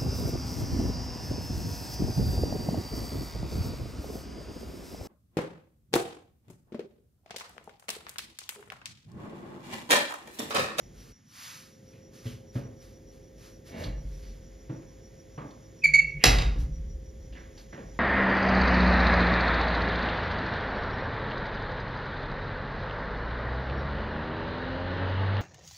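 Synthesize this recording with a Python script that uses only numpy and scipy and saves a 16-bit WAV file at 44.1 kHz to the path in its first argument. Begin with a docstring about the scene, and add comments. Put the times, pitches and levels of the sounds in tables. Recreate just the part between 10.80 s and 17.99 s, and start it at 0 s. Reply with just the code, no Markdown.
"""Night in a small kitchen, two microphone ports indoors, crickets outside throughout.
Soft rustling and low air noise open the scene; the air drops abruptly, then creeps back with a wavering fan hum.
Light taps and soft knocks on wood follow, until one sash scrapes free and its frame wobbles.
After more knocks the second window squeaks and groans, grinds harder, then lets go with a bang.
Frame and panes shudder on, with a few last knocks and taps. Noise and decaying sines make it all."""
import sys
import numpy as np
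from scipy import signal
from scipy.fft import rfft, irfft, next_fast_len
from scipy.io import wavfile

SR = 44100
rng = np.random.default_rng(int(sys.argv[2]) if len(sys.argv) > 2 else 0)


def output_pcm(signal):
    """Save a mono or channel-first signal as 16-bit PCM at the path in sys.argv[1].

    Samples are clipped to [-1, 1] before scaling.
    """
    pcm = np.clip(np.atleast_2d(signal).T, -1, 1) * 32767
    wavfile.write(sys.argv[1], SR, np.round(pcm).astype(np.int16))


N = 317079
T = np.arange(N) / SR
DROP_S = 0.325  # the background drops away abruptly here, then creeps back

# Low modes of frame and panes: f/Hz, level/dB, t60/s, rise/s
FRAME_MODES = [(47.4, 4, 1.96, 0.011), (56.2, -1, 2.38, 0.075), (86.3, -10.5, 0.99, .01),
               (116.7, -2.5, 0.46, 0.0017), (149.5, -5, 1.4, .004), (156.7, -14.5, 1.7, 0.0034),
               (216, -19, 1.5, .004), (244.5, -20.5, 1.1, 0.0036), (288, -14.5, 0.77, .003)]
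# Ringing of latch and glass: f/Hz, level/dB
LATCH_MODES = [(406, -3), (651, -4.5), (1434, -4), (1700, -2), (2037, 0.5), (2087, 0), (2565, -1),
               (2688, 4.5), (2783, -1), (3716, -0.5), (3777, 2), (4670, -2.5), (4900, -2.5), (5169, -3)]
LATCH_WIDTH_HZ = 11.4  # bandwidth of each of these modes
# Spectrum of the grinding latch: f/Hz, level/dB
GRIND_COLOUR = [(500, -20.5), (1400, -15.5), (2000, 1), (2450, 3.5), (2900, -2.5), (3600, -22),
                (9000, -34.5)]


def amp(db):
    """Decibels to gain."""
    return 10 ** (np.asarray(db) / 20)


def unit(x):
    """Scales to rms 1."""
    return x / np.sqrt(np.mean(x ** 2) + 1e-20)


def read(points, hz):
    """A table read on a log-frequency axis."""
    f, value = np.transpose(points)
    return np.interp(np.log(hz + 1), np.log(f + 1), value)


def curve(rows, axis=1):
    """One column of a table, joined by straight lines in time."""
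    rows = np.asarray(rows)
    return np.interp(T, rows[:, 0], rows[:, axis])


def add(mix, s, sound):
    """Mixes a sound in at time s."""
    part = mix[round(s * SR):][:len(sound)]
    part += sound[:len(part)]


def decay(t, t60):
    """Exponential dying away, 60 dB down after t60 seconds."""
    return np.exp(-np.log(1000) * t / t60)


def colour(x, points):
    """A causal (minimum-phase) filter with the given spectrum and a power gain of 1."""
    gain_db = read(points, abs(np.fft.fftfreq(4096, 1 / SR)))
    response = np.exp(signal.hilbert(np.log(amp(gain_db))).conj())
    taps = np.fft.ifft(response).real
    taps = taps / np.linalg.norm(taps)
    filtered = signal.oaconvolve(np.atleast_2d(x), taps[None], axes=1)
    return filtered[:, :x.shape[-1]].reshape(x.shape)


def ring(x, hz, width_hz):
    """A resonance of gain 1 at its peak."""
    return signal.lfilter(*signal.iirpeak(hz, hz / abs(width_hz), SR), x)


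def drift(hz):
    """Slow chance of rms 1, up to about hz."""
    spectrum = rfft(rng.standard_normal(N))
    return unit(irfft(spectrum * np.exp(-(np.fft.rfftfreq(N, 1 / SR) / hz) ** 2), N))


def diffuse(size):
    """White noise from all around, its likeness at the two ports varying with frequency."""
    # f/Hz, left-right likeness (1 = identical)
    likeness = [(60, 0.96), (150, 1), (300, .75), (600, 0.37), (1200, 0.5), (2000, 0.93), (3000, 1),
                (6000, 1), (13000, 1)]
    mid, side = rfft(rng.standard_normal((2, size)))
    same = np.clip(read(likeness, np.fft.rfftfreq(size, 1 / SR)), -1, 1)
    mid = mid * np.sqrt((1 + same) / 2)
    side = side * np.sqrt((1 - same) / 2)
    return irfft([mid + side, mid - side], size)


def room(x, wet_db, build_s=0.0061, life=1):
    """Direct sound, then a tail off hard walls whose treble dies first."""
    # Reverberation, its times scaled by life: f/Hz, t60/s
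    reverb = [(60, .7), (250, 0.57), (1000, 0.59), (2300, 0.43), (5000, 0.32), (8000, 0.27), (13000, 0.16)]
    hz, t, z = signal.stft(diffuse(size=SR), SR, nperseg=256)
    fading = amp(-60 * t / (life * read(reverb, hz)[:, None]))
    tail = signal.istft(z * fading, SR, nperseg=256)[1]
    tail = tail * (1 - np.exp(-(T[:tail.shape[1]] / build_s) ** 2))
    tail = tail / np.linalg.norm(tail[0])
    return x + amp(wet_db) * signal.fftconvolve(x[None], tail, axes=1)[:, :N]


def background(db, depth_db, return_s):
    """A steady gain that drops at DROP_S and creeps back."""
    return amp(db - depth_db * (T > DROP_S) * np.exp(-((T - DROP_S) / return_s) ** 2))


def crickets(song_hz=5740, width_hz=210, chirp_share=0.15):
    """Narrow-band noise pulses as one cricket, blurred by distance, over a haze of far insects."""
    # The near cricket slows a little near the end: t/s, chirps sung so far
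    chirp_count = [(-.1, -1), (5.3, 35), (7.26, 47)]
    # Far insects: f/Hz, level/dB
    haze_colour = [(500, 4.5), (1300, 1.5), (2000, 6), (2700, -2.5), (3400, 2), (4200, -6.5), (5600, 4.5),
                   (6300, 0), (6900, 8.5), (7500, -19), (10000, -9.5), (14000, -28.5)]
    # Their level, which sinks at first and is louder as the windows open: t/s, level/dB
    haze_level = [(0, -64), (.4, -70.5), (1, -69.5), (3, -67.5), (3.6, -64.5), (5, -65), (6.3, -66.5),
                  (7.2, -61.5)]
    beat = (curve(chirp_count) + 0.5) % 1 - 0.5
    pulses = np.exp(-(beat / chirp_share) ** 2 / 2)
    chirps = pulses * amp(1.5 * drift(hz=4)) + 0.12  # the floor fills the gaps between chirps
    song = unit(ring(ring(diffuse(size=N), song_hz, width_hz), song_hz, width_hz))
    haze = colour(diffuse(size=N), haze_colour) * amp(curve(haze_level) + 0.54 * drift(hz=11))
    return amp(-65.5) * chirps * song + haze


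def air():
    """Low rumble and fan noise as shaped diffuse noise, with wavering sines for the fan's hum."""
    # Deepest rumble: f/Hz, level/dB
    deep_colour = [(15, -13.5), (30, -21), (48, 11.5), (70, -7), (110, -15.5), (250, -44.5)]
    # Rumble above it: f/Hz, level/dB
    rumble_colour = [(20, -40.5), (55, -15), (90, 6), (150, 1.5), (250, -1.5), (400, -19), (800, -50)]
    # Broad noise of the fan: f/Hz, level/dB
    fan_colour = [(100, -30), (200, -7.5), (330, -0.5), (420, 0.5), (470, -2), (530, -1.5), (600, -7.5),
                  (720, -10.5), (1100, -24.5), (2000, -45)]
    # Hum of the fan once it has crept back: f/Hz, level/dB
    fan_tones = [(527.5, -60.5), (330.3, -67), (410, -67)]
    deep = background(db=-56.5, depth_db=28, return_s=0.88) * colour(diffuse(size=N), deep_colour)
    rumble = background(db=-55, depth_db=6.3, return_s=0.67) * colour(diffuse(size=N), rumble_colour)
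    fan = background(db=-59.5, depth_db=28, return_s=0.48) * colour(diffuse(size=N), fan_colour)
    hum = np.zeros(N)
    for hz, db in fan_tones:
        hum += amp(db) * np.sqrt(2) * np.sin(2 * np.pi * hz * T + 0.55 * drift(hz=8))
    hum *= T > DROP_S  # no hum before the drop
    return deep + rumble + fan + hum * background(db=0, depth_db=25, return_s=0.47)


def rustles():
    """Each movement is a hiss that swells and fades; the first breaks off when the background drops."""
    # Someone moving about softly: t/s of the peak, level/dB, rise/s, fall/s
    movements = [(.23, -58.5, 0.083, 0.18), (0.677, -45.5, 0.13, 0.15), (1.14, -67.5, 0.15, 0.076),
                 (1.36, -57.5, 0.031, 0.14), (1.48, -52, 0.039, 0.078), (1.77, -55.5, 0.033, 0.049),
                 (2.029, -60, 0.022, 0.099), (2.34, -65, 0.025, 0.059), (2.66, -56.5, 0.071, 0.076),
                 (2.88, -55.5, 0.024, 0.06), (3.03, -51.5, 0.061, 0.056), (3.43, -62.5, 0.2, 0.14),
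                 (5.81, -55.5, 0.027, 0.044), (6.81, -61, .04, .04)]
    # Spectrum of the hiss: f/Hz, level/dB
    hiss_colour = [(300, -27), (700, -5.5), (1200, 6), (2000, 3.5), (3300, 2), (6200, 5), (7400, -2.5),
                   (10000, -2), (14000, -7.5), (15500, -18.5)]
    rise_shape, fall_shape = 2.4, 1.53  # 1 = exponential, 2 = bell, more = squarer
    power = background(db=-74.5, depth_db=2.5, return_s=0.95) ** 2  # faint stirring in between
    for s, db, rise_s, fall_s in movements:
        rise = abs((T - s) / rise_s) ** rise_shape
        fall = abs((T - s) / fall_s) ** fall_shape
        swell = np.exp(-np.where(T < s, rise, fall))
        same_side = (T > DROP_S) == (s > DROP_S)
        power = power + (amp(db) * swell) ** 2 * same_side
    return np.sqrt(power) * colour(diffuse(size=N), hiss_colour)


def clatter(bright_hz, t60, ring_hz, ring_db, attack_s=0.0015):
    """A dense dying rattle with one resonance of the thing struck; soft contact is dull."""
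    # Spectrum before dulling: f/Hz, level/dB
    rattle_colour = [(40, -27), (130, 9.5), (330, 6.5), (600, 1.5), (1200, -5), (2000, -4.5), (3500, -3.5),
                     (6500, -7), (8500, -14.5), (13000, -15.5)]
    t = T[:SR]
    rattle = rng.standard_normal(SR) * decay(t, t60) * (1 - np.exp(-t / attack_s))
    x = colour(rattle, rattle_colour)
    x = signal.lfilter(*signal.butter(1, min(bright_hz, SR / 3), fs=SR), x)
    x = signal.lfilter(*signal.butter(2, min(1.8 * bright_hz, SR / 3), fs=SR), x)
    return x + amp(ring_db) * ring(x, ring_hz, 0.23 * ring_hz)


def knocks():
    """Each knock rings a few low wood modes and a clatter; light taps only clatter."""
    # Soft knocks on wood: t/s, thud level/dB, thud f/Hz, clatter level/dB, brightness f/Hz, ring f/Hz
    knock_list = [(1.455, -28.5, 116.2, -47.5, 3540, 3050), (1.753, -24.5, 122.5, -36.5, 1320, 585),
                  (1.839, -37, 109, -54, 700, 466), (3.894, -29, 135.6, -38, 1130, 327),
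                  (4.576, -34, 146.1, -35.5, 1220, 1114), (4.644, -43, 289, -47.5, 700, 867),
                  (6.926, -55.5, 250, -40, 1510, 1770), (6.975, -49, 263, -40.5, 1300, 580)]
    # Wood modes: multiple of the thud pitch, level/dB, t60/s
    wood_modes = [(0.999, 9.5, 0.09), (1.452, -4.5, 0.1), (2.079, -1.5, 0.13), (3.7, -17, 0.27),
                  (4.7, -18, 0.21)]
    # Taps and rattles of the window fittings: t/s, level/dB, brightness f/Hz, t60/s, ring f/Hz
    tap_list = [(1.129, -60.5, 2500, 0.44, 2480), (3.037, -35.5, 4500, 0.082, 4300),
                (3.425, -58, 4500, 0.54, 4630), (4.015, -56.5, 2210, .15, 1990),
                (4.708, -48.5, 6000, 0.029, 3994), (6.524, -53.5, 3000, .3, 2960),
                (6.550, -48, 2405, 0.57, 1820), (6.775, -49, 5020, 0.16, 4440)]
    out, t = np.zeros(N), T[:SR]
    for s, thud_db, hz, clatter_db, bright_hz, ring_hz in knock_list:
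        thud = sum(amp(db) * decay(t, t60) * np.sin(2 * np.pi * k * hz * t) for k, db, t60 in wood_modes)
        add(out, s, amp(thud_db) * thud * (1 - np.exp(-t / 0.0075)))
        add(out, s, amp(clatter_db) * clatter(bright_hz, t60=0.34, ring_hz=ring_hz, ring_db=5.5))
    for s, db, bright_hz, t60, ring_hz in tap_list:
        add(out, s, amp(db) * clatter(bright_hz, t60, ring_hz, ring_db=6.5))
    return room(out, wet_db=-8.5)


def scrape(slips_per_s=900):
    """Swollen wood drags over the frame: a run of tiny slips in steady noise that stirs the glass."""
    # Spectrum of the dragging wood: f/Hz, level/dB
    scrape_colour = [(47, -42), (80, -1.5), (270, -6), (380, -13), (588, -6.5), (698, -13.5), (1330, -26.5),
                     (2220, -24), (2490, -29.5), (4080, -31.5), (7500, -45), (9750, -68), (16500, -120)]
    # Panes stirred by the scrape: f/Hz, width/Hz, level/dB
    pane_modes = [(1750, 29, 11), (1930, 38, 4), (2240, 53, 7), (2820, 50, 10), (3850, 64, -13)]
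    start_s, attack_s, hold_s, release_s = 2.874, 0.1, 0.036, 0.14  # one stroke of the sash
    slips = (rng.random(N) < slips_per_s / SR) * rng.standard_normal(N)
    grain = unit(colour(unit(slips) + 1.05 * rng.standard_normal(N), scrape_colour))
    grain = grain + sum(amp(db) * ring(grain, hz, width) for hz, width, db in pane_modes)
    stroke = np.interp(T, np.cumsum([start_s, attack_s, hold_s, release_s]), [0, 1, 1, 0])
    return amp(-39.5) * room(grain * stroke, wet_db=-5.5)


def groan(groan_hz=147.5, flex_db=-0.5):
    """The stuck frame groans on a wavering tone and flexes near its lowest mode under each push."""
    # Pushes: t/s, length/s, level/dB
    pushes = [(5.023, 0.18, -39), (5.157, 0.18, -40.5), (5.33, 0.077, -34.5)]
    force = np.zeros(N)
    for s, length_s, db in pushes:
        add(force, s, amp(db) * np.sin(np.linspace(0, np.pi, round(length_s * SR))))
    tone = np.sin(2 * np.pi * np.cumsum(groan_hz + 8 * drift(hz=30)) / SR)
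    flex = np.sin(2 * np.pi * np.cumsum(FRAME_MODES[0][0] + 5 * drift(hz=20)) / SR)
    return force * (tone + amp(flex_db) * flex)


def squeak(stir_db=-20, let_go_s=5.439, grind_rise_s=0.016):
    """The dry latch sticks and slips in short shrill bursts that stir the glass, then grinds."""
    # Slips of the latch: t/s, length/s, level/dB, pitch f/Hz, rasp level/dB
    latch_slips = [(5.018, .045, -35.5, 2530, -19), (5.037, 0.019, -12, 2300, -1),
                   (5.052, 0.01, -8, 2260, -4), (5.057, 0.037, -29, 2240, 6.5),
                   (5.135, 0.021, -9, 2227, -0.5), (5.151, 0.019, -11.5, 2236, -2),
                   (5.179, 0.026, -11.5, 2241, -6)]
    # Overtones of the rasp: multiple of the pitch, level/dB
    rasp_tones = [(2, -17), (3, -22), (4, -29.5), (5, -38), (6, -55)]
    out, grip = np.zeros(N), np.zeros(N)
    for s, length_s, db, pitch_hz, rasp_db in latch_slips:
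        size = round(length_s * SR)
        turn = 2 * np.pi * np.cumsum(pitch_hz * (1 + 0.0066 * drift(hz=690)[:size])) / SR
        overtones = sum(amp(level) * np.sin(round(k) * turn) for k, level in rasp_tones)
        overtones = overtones * (1 + 0.45 * drift(hz=450)[:size])
        arch = amp(db) * np.sin(np.linspace(0, np.pi, size))
        add(out, s, arch * (np.sin(turn) + amp(rasp_db) * overtones))
        add(grip, s, arch)
    # uneven grip roughens the tone
    grit = out * (amp(-35.5) * drift(hz=3000) + amp(-30.5) * drift(hz=393))
    friction = grip * colour(rng.standard_normal(N), GRIND_COLOUR)
    glass = amp(stir_db) * sum(amp(db) * ring(friction, hz, LATCH_WIDTH_HZ) for hz, db in LATCH_MODES)
    # the latch grinds harder and harder until it lets go
    grinding = np.exp(-abs(T - let_go_s) / grind_rise_s) * (T < let_go_s)
    grind = amp(-33) * grinding * colour(rng.standard_normal(N), GRIND_COLOUR)
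    return room(out + grit + grind + glass, wet_db=-7.5, build_s=0.0052, life=0.98)


def sash(crack_s=0.0062, rattle_s=0.062, rattle_db=-18, loose=1.0, strike_db=35.5):
    """A jolt cracks through latch and glass; the heavy frame takes up the blow and shudders on."""
    # Jolts: t/s, shudder level/dB, crack level/dB, crack brightness f/Hz
    jolts = [(3.055, -35.5, -67, 2000), (3.224, -44, -72, 1000), (5.439, -50.5, -10, 13900),
             (5.455, -21, -19, 12000), (5.464, -43, -21, 9040), (5.585, -32, -25, 5500),
             (5.619, -42, -32.5, 5860), (5.76, -32.5, -33.5, 600), (6.441, -47.5, -77, 1006),
             (7.039, -47, -80, 1023)]
    # Spectrum of the crack: f/Hz, level/dB
    crack_colour = [(60, -19.5), (110, -11.5), (320, -13.5), (650, -11.5), (1000, -16), (2050, -13),
                    (2750, -10.5), (3200, -16), (3750, -11.5), (4300, -15.5), (5000, -11), (5700, -17),
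                    (10000, -22.5), (15500, -27.5)]
    cracks, strikes, low = np.zeros(N), np.zeros(N), np.zeros(N)
    t = T[:2 * SR]
    shudder = np.zeros(len(t))
    for hz, db, t60, rise_s in FRAME_MODES:
        # loose panes make each low mode waver in strength and pitch
        strength = amp(db + 2 * drift(hz=3.7)[:len(t)])
        wander = loose * np.tanh(t / 0.19) * drift(hz=21.6)[:len(t)]
        swell = decay(t, t60) * (1 - np.exp(-t / rise_s))
        shudder += strength * swell * np.sin(2 * np.pi * hz * t + wander)
    contact = np.exp(-(t / crack_s) ** 4) + amp(rattle_db) * np.exp(-t / rattle_s)
    contact = contact * (1 - np.exp(-t / 0.0004))
    for s, shudder_db, crack_db, bright_hz in jolts:
        add(low, s, amp(shudder_db) * shudder)
        dull = signal.butter(2, min(bright_hz, SR / 3), fs=SR)
        add(cracks, s, amp(crack_db) * contact * signal.lfilter(*dull, rng.standard_normal(len(t))))
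        impulse = 1.0 * (t == 0)
        add(strikes, s, amp(crack_db + strike_db) * signal.lfilter(*dull, impulse))
    ringing = sum(amp(db) * ring(strikes, hz, LATCH_WIDTH_HZ) for hz, db in LATCH_MODES)
    return room(colour(cracks, crack_colour), wet_db=-2.5) + room(ringing, wet_db=-6.5) + low


def scene():
    """Everything in the kitchen and outside it."""
    return crickets() + air() + rustles() + knocks() + scrape() + groan() + squeak() + sash()


def record(dry):
    """Two ports that differ in phase and level, a bass roll-off, limited headroom and a band limit."""
    # Port differences, scaled down below 700 Hz: f/Hz, lead of left/rad, left minus right/dB
    ports = np.asarray([(350, 0.5, -2), (700, 1.63, -1), (1420, 1.69, -2.5), (1830, 1, -7.5),
                        (2300, -0.09, -2), (3000, 0, 0), (4630, -0.16, 0), (6150, -1.27, -0.5),
                        (7110, -1.5, 1), (9740, -4.5, 3.5), (10200, -5, -1), (11200, -5.5, -1),
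                        (13000, -6.5, 0.5), (15500, -10.5, -2)])
    low_cut_hz, edge_hz = 33, 15700
    size = next_fast_len(N)
    hz = np.fft.rfftfreq(size, 1 / SR)
    apart = np.clip(hz / 700, 0, 1)  # long waves reach both ports alike
    lead = apart * read(ports[:, :2], hz)
    level_db = apart * read(ports[:, ::2], hz)
    left = np.exp(0.5j * lead) * amp(level_db / 2)
    heard = irfft(rfft(dry, size) * np.array([left, 1 / left]), size)[:, :N]
    heard = signal.sosfilt(signal.butter(4, low_cut_hz, "high", fs=SR, output="sos"), heard)
    band = signal.firwin(255, edge_hz, window=("kaiser", 8), fs=SR)
    return signal.oaconvolve(np.clip(heard, -0.9, 0.9), band[None], "same")


dry = scene()
out = record(dry)
output_pcm(out)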